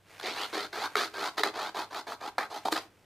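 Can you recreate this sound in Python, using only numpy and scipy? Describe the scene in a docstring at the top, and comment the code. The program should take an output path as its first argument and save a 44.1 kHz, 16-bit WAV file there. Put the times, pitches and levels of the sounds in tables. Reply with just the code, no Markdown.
"""Faint mains hum and room air run throughout; a tool brushes lightly over a hand-held paper card. A tuft or
two of fibres tears off, then a small blade scrapes the card's edge in eighteen short strokes. Each stroke is
stick and slip: jerks bunch tiny fibre breaks, which drive the card's resonances. In some pulls the edge or the
flexing card rings with a gliding note; later the bent card rebounds with a low ring and snaps off the blade
with a ring and a crack. A small room answers the card."""
import sys
import numpy as np
from scipy import signal
from scipy.fft import rfft, irfft, next_fast_len
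from scipy.io import wavfile
from scipy.ndimage import uniform_filter1d, map_coordinates

SR = 44100
rng = np.random.default_rng(int(sys.argv[2]) if len(sys.argv) > 2 else 0)


def put_to_file(sound):
    """Save the sound as 16-bit audio at rate SR, in the file named by the first command-line argument."""
    columns = np.atleast_2d(sound).T  # one column per channel
    safe = np.clip(columns, -1, 1)
    whole_steps = np.round(safe * 32767)
    wavfile.write(sys.argv[1], SR, whole_steps.astype(np.int16))


N = 134505


def amp(db):
    """Decibels to gain."""
    return 10 ** (np.asarray(db) / 20)


def unit(x):
    """x at rms 1."""
    return x / np.sqrt(np.mean(x ** 2) + 1e-20)


def along(points, hz):
    """(f/Hz, value) points read on a log frequency axis."""
    f, v = np.transpose(points)
    return np.interp(np.log(hz + 1), np.log(f + 1), v)


def coloured(x, points, rings=()):
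    """x through a minimum-phase filter of unit energy: broad colour plus narrow resonances."""
    m = 2 * next_fast_len(N)
    hz = np.fft.rfftfreq(m, 1 / SR)
    db = along(points, hz)
    for f, width_hz, lift_db in rings:
        db = db + lift_db / (1 + (2 * (hz - f) / width_hz) ** 2)
    db = db + 10 * np.log2(np.clip(hz / points[0][0], .1, 1))  # 10 dB/octave fall below the first point
    # folding the cepstrum makes the filter causal
    cepstrum = irfft(np.log(unit(amp(db))), m)
    cepstrum[1:m // 2] *= 2
    cepstrum[m // 2 + 1:] = 0
    return irfft(rfft(x, m) * np.exp(rfft(cepstrum)), m)[..., :N]


def even(swing):
    """Divide a swing by its running rms, so its level stays near 1."""
    return swing / np.sqrt(np.abs(uniform_filter1d(swing ** 2, size=600)) + 1e-9)


def burst(start_s, swell_s):
    """An envelope that peaks at 1, swell_s after its start, and dies away."""
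    age = np.maximum(np.arange(N) / SR - start_s, 0) / swell_s
    return age * np.exp(1 - age)


def resonance(x, hz, width_hz):
    """x through a two-pole-steep resonance whose centre follows hz: shift to 0 Hz, low-pass, shift back."""
    turn = np.exp(2j * np.pi * np.cumsum(hz) / SR)
    pole = np.exp(-np.pi * width_hz / SR)
    swing = (signal.lfilter([1], np.poly([pole, pole]), x / turn) * turn).real
    return swing * 2 * np.sqrt(2) * (1 - pole) ** 1.5


# room air colour: f/Hz, relative level/dB
AIR_COLOUR = [(25, -16.5), (130, -9.5), (600, -16.5), (1700, -26.5), (15000, -40)]
AIR_DB, HUM_HZ, HUM_DB = -65.5, 98.2, -72.5


def background():
    """Still room air, partly shared by both channels, and a mains hum as a steady sine."""
    noise = rng.standard_normal(N) + 0.43 * rng.standard_normal((2, N))
    hum = np.sin(2 * np.pi * HUM_HZ * np.arange(N) / SR)
    return amp(AIR_DB) * unit(coloured(noise, AIR_COLOUR)) + amp(HUM_DB) * unit(hum)


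MEDIAN_SLIPS_PER_S, SLIP_JITTER, SLIP_SCATTER_DB = 230, .65, 1.8  # jitter: sd of log interval
SLIP_RISE_S, TEAR_S = 0.00043, 0.0025  # time constants


def slips():
    """Stick and slip: uneven jerks that each build and die away quickly; rms 1."""
    draw = rng.standard_normal((4000, 2))
    intervals = np.exp(SLIP_JITTER * draw[:, 0]) * SR / MEDIAN_SLIPS_PER_S
    at = np.cumsum(intervals).astype(int)
    jerks = np.bincount(at[at < N], amp(SLIP_SCATTER_DB * draw[at < N, 1]), N)
    poles = np.exp(-1 / (np.array([SLIP_RISE_S, TEAR_S]) * SR))
    return unit(signal.lfilter([1], np.poly(poles), jerks))


FIBRES_PER_S, FIBRE_SCATTER_DB = 11000, 2.5


def fibres(jerks, drag):
    """Tiny fibre breaks, bunched on slips over a steady drag, divided by their running rms to keep level even."""
    breaks = (rng.random(N) < FIBRES_PER_S / SR) * rng.standard_normal(N)
    breaks = breaks * amp(FIBRE_SCATTER_DB * rng.standard_normal(N))
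    force = breaks * (jerks + drag)
    return force / np.sqrt(np.abs(uniform_filter1d(force ** 2, size=800)) + 1e-9)


# light sliding, between the strokes: t/s, level/dB
SLIDE = [(.03, -72), (.11, -55), (.5, -49), (.69, -61), (.92, -54), (1.1, -57.5), (2.35, -66.5),
         (2.82, -51), (2.891, -68.5)]
# sliding colour: f/Hz, relative level/dB
SLIDE_COLOUR = [(450, 0), (2350, 0.5), (2800, -3), (15000, -20.5)]
# narrow card resonances, also in the scrape: f/Hz, width/Hz, lift/dB
RINGS = [(318.5, 38, 5), (408.4, 20.5, 6), (1583, 27, 8.5)]


def sliding():
    """Tool and fingers brush lightly over the card, breaking fibres with a strong steady drag."""
    level_db = np.interp(np.arange(N) / SR, *np.transpose(SLIDE))
    return coloured(fibres(slips(), drag=1.0) * amp(level_db), SLIDE_COLOUR, RINGS)


# room decay time to -60 dB: f/Hz, T60/s
ROOM_T60 = [(200, 0.37), (12000, 0.15)]
# room width: f/Hz, side level re mid/dB
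ROOM_SIDE = [(400, -21), (1200, -10), (2500, 0.5)]
# room colour: f/Hz, level/dB
ROOM_COLOUR = [(400, -9.5), (3000, -13.5), (10000, -6.5)]


def room_tail():
    """A short (mid, side) noise tail, nearly mono in the bass and wide in the treble."""
    hz, t, z = signal.stft(rng.standard_normal((2, SR // 2)), SR, nperseg=256)
    decay = amp(-60 * t / along(ROOM_T60, hz)[:, None])
    decay /= np.sqrt(np.sum(decay ** 2, axis=1, keepdims=True) * t[1] * SR)  # unit energy per band
    gains = amp(along(ROOM_COLOUR, hz) + np.array([0 * hz, along(ROOM_SIDE, hz)]))
    tail = signal.istft(z * decay * gains[..., None], SR, nperseg=256)[1]
    return np.pad(tail, ((0, 0), (SR // 400, 0)))  # 2.5 ms pre-delay


def room(x, count=10):
    """Each stretch gets a fresh noise tail, so no single draw colours the whole room."""
    wet = np.zeros((2, N + SR))
    for stretch in np.array_split(np.arange(N), count):
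        answer = signal.fftconvolve(x[None, stretch], room_tail(), axes=1)
        wet[:, stretch[0]:stretch[0] + answer.shape[1]] += answer
    mid, side = wet[:, :N]
    return np.array([mid + side, mid - side])


# tufts of fibres torn off the edge: t/s, level/dB
TUFTS = [(.197, -35), (.21, -36.5), (.268, -30.5), (1.38, -30), (1.945, -33.5), (2.765, -30)]
# crack colour, shared with the snaps: f/Hz, relative level/dB
CRACK_COLOUR = [(600, 2), (1700, 7), (2750, -8), (4200, 2.5), (5800, -13), (15000, -22)]
TUFT_SWELL_S = 0.0015


def tufts():
    """A whole tuft of fibres tears off the edge: a short noise crack."""
    crack = sum(amp(db) * burst(start_s, TUFT_SWELL_S) for start_s, db in TUFTS)
    return coloured(crack * rng.standard_normal(N), CRACK_COLOUR)


# strokes: t/s, length/s, crest/share of length, rise to crest/dB, fall after crest/dB,
# then crest levels before lean: body/dB, flex/dB, crackle/dB, rasp/dB, fizz/dB
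STROKES = [ (0.22, 0.13, 0.35, 5, 7.5, -40.5, -44.5, -45.5, -38.5, -56),
           (0.347, 0.12, 0.66, 2.5, 9.5, -45, -41, -40, -40.5, -50),
           (0.524, 0.14, 0.18, 7.5, 9.5, -38, -43, -36.5, -37.5, -49.5),
           (0.724, 0.14, 0.85, 4.5, -2, -42.5, -41.5, -37.5, -40, -50),
           (0.961, .12, 0.46, -3.5, 18.5, -38.5, -42.5, -33, -34, -45.5),
           (1.134, .16, .8, 9.5, 7.5, -40, -40.5, -36.5, -38.5, -48.5),
           (1.368, 0.052, 0.43, 11.5, 14, -38.5, -34.5, -33.5, -33, -44.5),
           (1.439, 0.062, 0.23, 1, 15.5, -33.5, -36, -33, -36, -48),
           (1.535, 0.16, 0.44, 8.5, 7, -42.5, -37.5, -39.5, -40.5, -52.5),
           (1.742, .11, .39, 7, 15, -40, -35, -40, -39.5, -49.5),
           (1.901, 0.11, 0.66, 12, 7, -45, -38.5, -43, -43, -52.5),
           (2.066, 0.083, 0.71, -1, 6, -45, -43, -47, -47, -55),
           (2.201, 0.088, 0.6, 6.5, -0.5, -44.5, -39.5, -46, -47, -57.5),
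           (2.38, 0.085, 0.21, -14, 15.5, -41.5, -36.5, -36.5, -44, -52),
           (2.499, 0.1, 0.69, 6, 15, -46.5, -38.5, -48, -45, -53.5),
           (2.651, 0.036, 0.39, -14.5, 5, -38.5, -32, -46, -42.5, -49.5),
           (2.704, 0.04, .57, 30, 23, -32, -46, -35, -34.5, -35.5),
           (2.735, 0.058, 0.59, 10, 11.5, -38.5, -41, -37, -35.5, -47.5)]
BITE_S, LIFT_S = 0.0056, 0.013  # catch: linear rise; release: falls by e^2 in LIFT_S


def pressure(part, lean_db):
    """Each stroke bites, arches over its crest and lifts; lean_db tilts a part toward the stroke's end."""
    t, power = np.arange(N) / SR, np.zeros(N)
    for start_s, length_s, crest, rise_db, fall_db, *levels_db in STROKES:
        u = np.clip((t - start_s) / length_s, 0, 1)
        crest = np.clip(crest, .05, .95)
        before = np.maximum(1 - u / crest, 0)
        after = np.maximum(u - crest, 0) / (1 - crest)
        arch_db = -rise_db * before ** 1.5 - fall_db * after ** 2
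        bite = np.clip((t - start_s) / BITE_S, 0, 1)
        lift = np.exp(-2 * np.maximum(t - start_s - length_s, 0) / LIFT_S)
        power += (bite * lift * amp(levels_db[part] + arch_db + lean_db * (u - 1.0))) ** 2
    return np.sqrt(power)


def travel():
    """Time since the middle of the current stroke (s), held while the blade is lifted."""
    t, since = np.arange(N) / SR, np.zeros(N)
    for start_s, length_s, *_ in STROKES:
        since = np.where(t >= start_s, np.clip(t - start_s, 0, length_s) - length_s / 2, since)
    return since


ECHO_S, ECHO_SHARE, ECHO_OCTAVES_PER_S = .0016, .5, 4  # delay at mid-stroke, gain, shortening rate


def swept(x):
    """x meets its ever sooner echo from the card's end, so its colour sweeps upward through each stroke."""
    delay_s = ECHO_S * 2 ** (-ECHO_OCTAVES_PER_S * travel())
    echo = map_coordinates(x, [np.arange(N) - SR * delay_s])
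    return (x + ECHO_SHARE * echo) / np.hypot(1, ECHO_SHARE)


# mid-stroke flexing note, sinking as the blade works toward the corner: t/s, f/Hz
FLEX_HZ = [(1.6, 884), (2.65, 820)]
FLEX_OCTAVES_PER_S = 3.4


def flex_pitch():
    """Within each stroke the flexing note rises as the blade travels."""
    mid_stroke_hz = np.interp(np.arange(N) / SR, *np.transpose(FLEX_HZ))
    return mid_stroke_hz * 2 ** (FLEX_OCTAVES_PER_S * travel())


# band in which the card radiates its flexing: low f/Hz, high f/Hz
FLEX_BAND_HZ = (730, 1540)
FLEX_POLE_WIDTH_HZ = 337


def flexing(force):
    """The card chatters at its flexing note, a moving resonance heard through a fixed band."""
    band = signal.butter(3, FLEX_BAND_HZ, "bandpass", fs=SR, output="sos")
    return even(signal.sosfilt(band, resonance(force, flex_pitch(), FLEX_POLE_WIDTH_HZ)))


# colours of what the slips excite: f/Hz, relative level/dB
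BODY = [(90, -65.5), (190, -13), (320, 1), (430, -1), (560, -8.5), (750, -1), (1300, -42.5)]
CRACKLE = [(500, -16), (900, -14.5), (1300, -0.5), (1830, -7), (2250, -8.5), (2600, -13), (4000, -74.5)]
RASP = [(1800, -12.5), (2800, -8), (3100, -2), (4300, 1.5), (5000, -3.5), (5500, -10.5), (6300, -10.5),
        (8000, -20.5), (13000, -34)]
FIZZ = [(3500, 6), (6800, 0.5), (11000, -1.5), (15000, -5)]
LOCAL_SLIPS = 0.51  # slips felt by one part only, re the shared ones


def scraping():
    """The slips drive the card's low body, its flexing, the crackle, the rasp of the edge and fibre fizz."""
    jerks = slips()

    def tearing(drag):
        """Fibre breaks on shared and local slips, with the card-end echo."""
        return swept(fibres(jerks + LOCAL_SLIPS * slips(), drag))

    body, flex, crackle, rasp, fizz = range(5)
    return (coloured(tearing(drag=0.32) * pressure(body, lean_db=-1.5), BODY, RINGS)
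            + flexing(tearing(drag=0.27)) * pressure(flex, lean_db=0.5)
            + coloured(tearing(drag=1.0) * pressure(crackle, lean_db=0.0), CRACKLE, RINGS)
            + coloured(tearing(drag=0.4) * pressure(rasp, lean_db=3.0), RASP)
            + coloured(tearing(drag=0.49) * pressure(fizz, lean_db=1.5), FIZZ))


# gliding notes, from the free edge and, at the low pitches, from the flexing card: start t/s, end t/s, start
# f/Hz, end f/Hz, level/dB
GLIDING_NOTES = [(.226, .33, 2150, 2400, -41), (.37, .465, 2600, 3300, -41), (.81, .882, 700, 1250, -35),
                 (1.215, 1.3, 720, 1150, -38.5), (2.386, 2.447, 1750, 1850, -42),
                 (2.757, 2.792, 1800, 800, -37)]
GLIDE_Q = 4.5  # mean pitch over pole width


def gliding_notes():
    """Brief notes ring and glide as the blade travels: the short free edge up high, the flexing card lower
    down."""
    force, total = fibres(slips(), drag=0.54), np.zeros(N)
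    for start_s, end_s, from_hz, to_hz, db in GLIDING_NOTES:
        u = np.clip((np.arange(N) / SR - start_s) / (end_s - start_s), 0, 1)
        swell = amp(db) * np.sqrt(np.abs(np.sin(np.pi * u)))
        glide_hz = from_hz * (to_hz / from_hz) ** u
        width_hz = np.sqrt(from_hz * to_hz) / GLIDE_Q
        total += swell * even(resonance(force, glide_hz, width_hz))
    return total


# the bent card springs back: t/s, f/Hz, level/dB
REBOUNDS = [(.772, 430, -37), (.956, 420, -30.5), (1.4, 427, -29), (2.721, 315, -33)]
REBOUND_SWELL_S = 0.0083


def rebounds():
    """A short hollow ring of the whole card: a low sine burst."""
    t, ring = np.arange(N) / SR, np.zeros(N)
    for start_s, hz, db in REBOUNDS:
        ring += amp(db) * burst(start_s, REBOUND_SWELL_S) * np.sin(2 * np.pi * hz * (t - start_s))
    return ring


# the card snaps off the blade: t/s, f/Hz, swell/s, ring level/dB, crack level/dB
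SNAPS = [(.9545, 1310, 0.0015, -15, -20.5), (1.4332, 1460, 0.0025, -26.5, -19),
         (2.1208, 1230, .0015, -26, -37.5), (2.3824, 1240, 0.00069, -13.5, -22.5),
         (2.6842, 850, 0.0015, -19.5, -34), (2.7235, 975, 0.0027, -28.5, -25.5)]


def snaps():
    """The snagged card springs free with a few cycles of ring and a noise crack."""
    t, ring, crack = np.arange(N) / SR, np.zeros(N), np.zeros(N)
    for start_s, hz, swell_s, ring_db, crack_db in SNAPS:
        shape = burst(start_s, swell_s)
        ring += amp(ring_db) * shape ** 2 * np.sin(2 * np.pi * hz * (t - start_s))
        crack += amp(crack_db) * shape ** 1.7
    return ring + coloured(crack * rng.standard_normal(N), CRACK_COLOUR)


def scene():
    """The card sits just right of centre, with its room and the background around it."""
    card = sliding() + tufts() + scraping() + gliding_notes() + rebounds() + snaps()
    return card * amp([[-.25], [.25]]) + room(card) + background()


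TOP_HZ = 15150


def record(dry):
    """A sharp band limit: nothing passes at or above TOP_HZ."""
    m = next_fast_len(N + SR // 2)
    return irfft(rfft(dry, m) * (np.fft.rfftfreq(m, 1 / SR) < TOP_HZ), m)[:, :N]


dry = scene()
out = record(dry)
put_to_file(out)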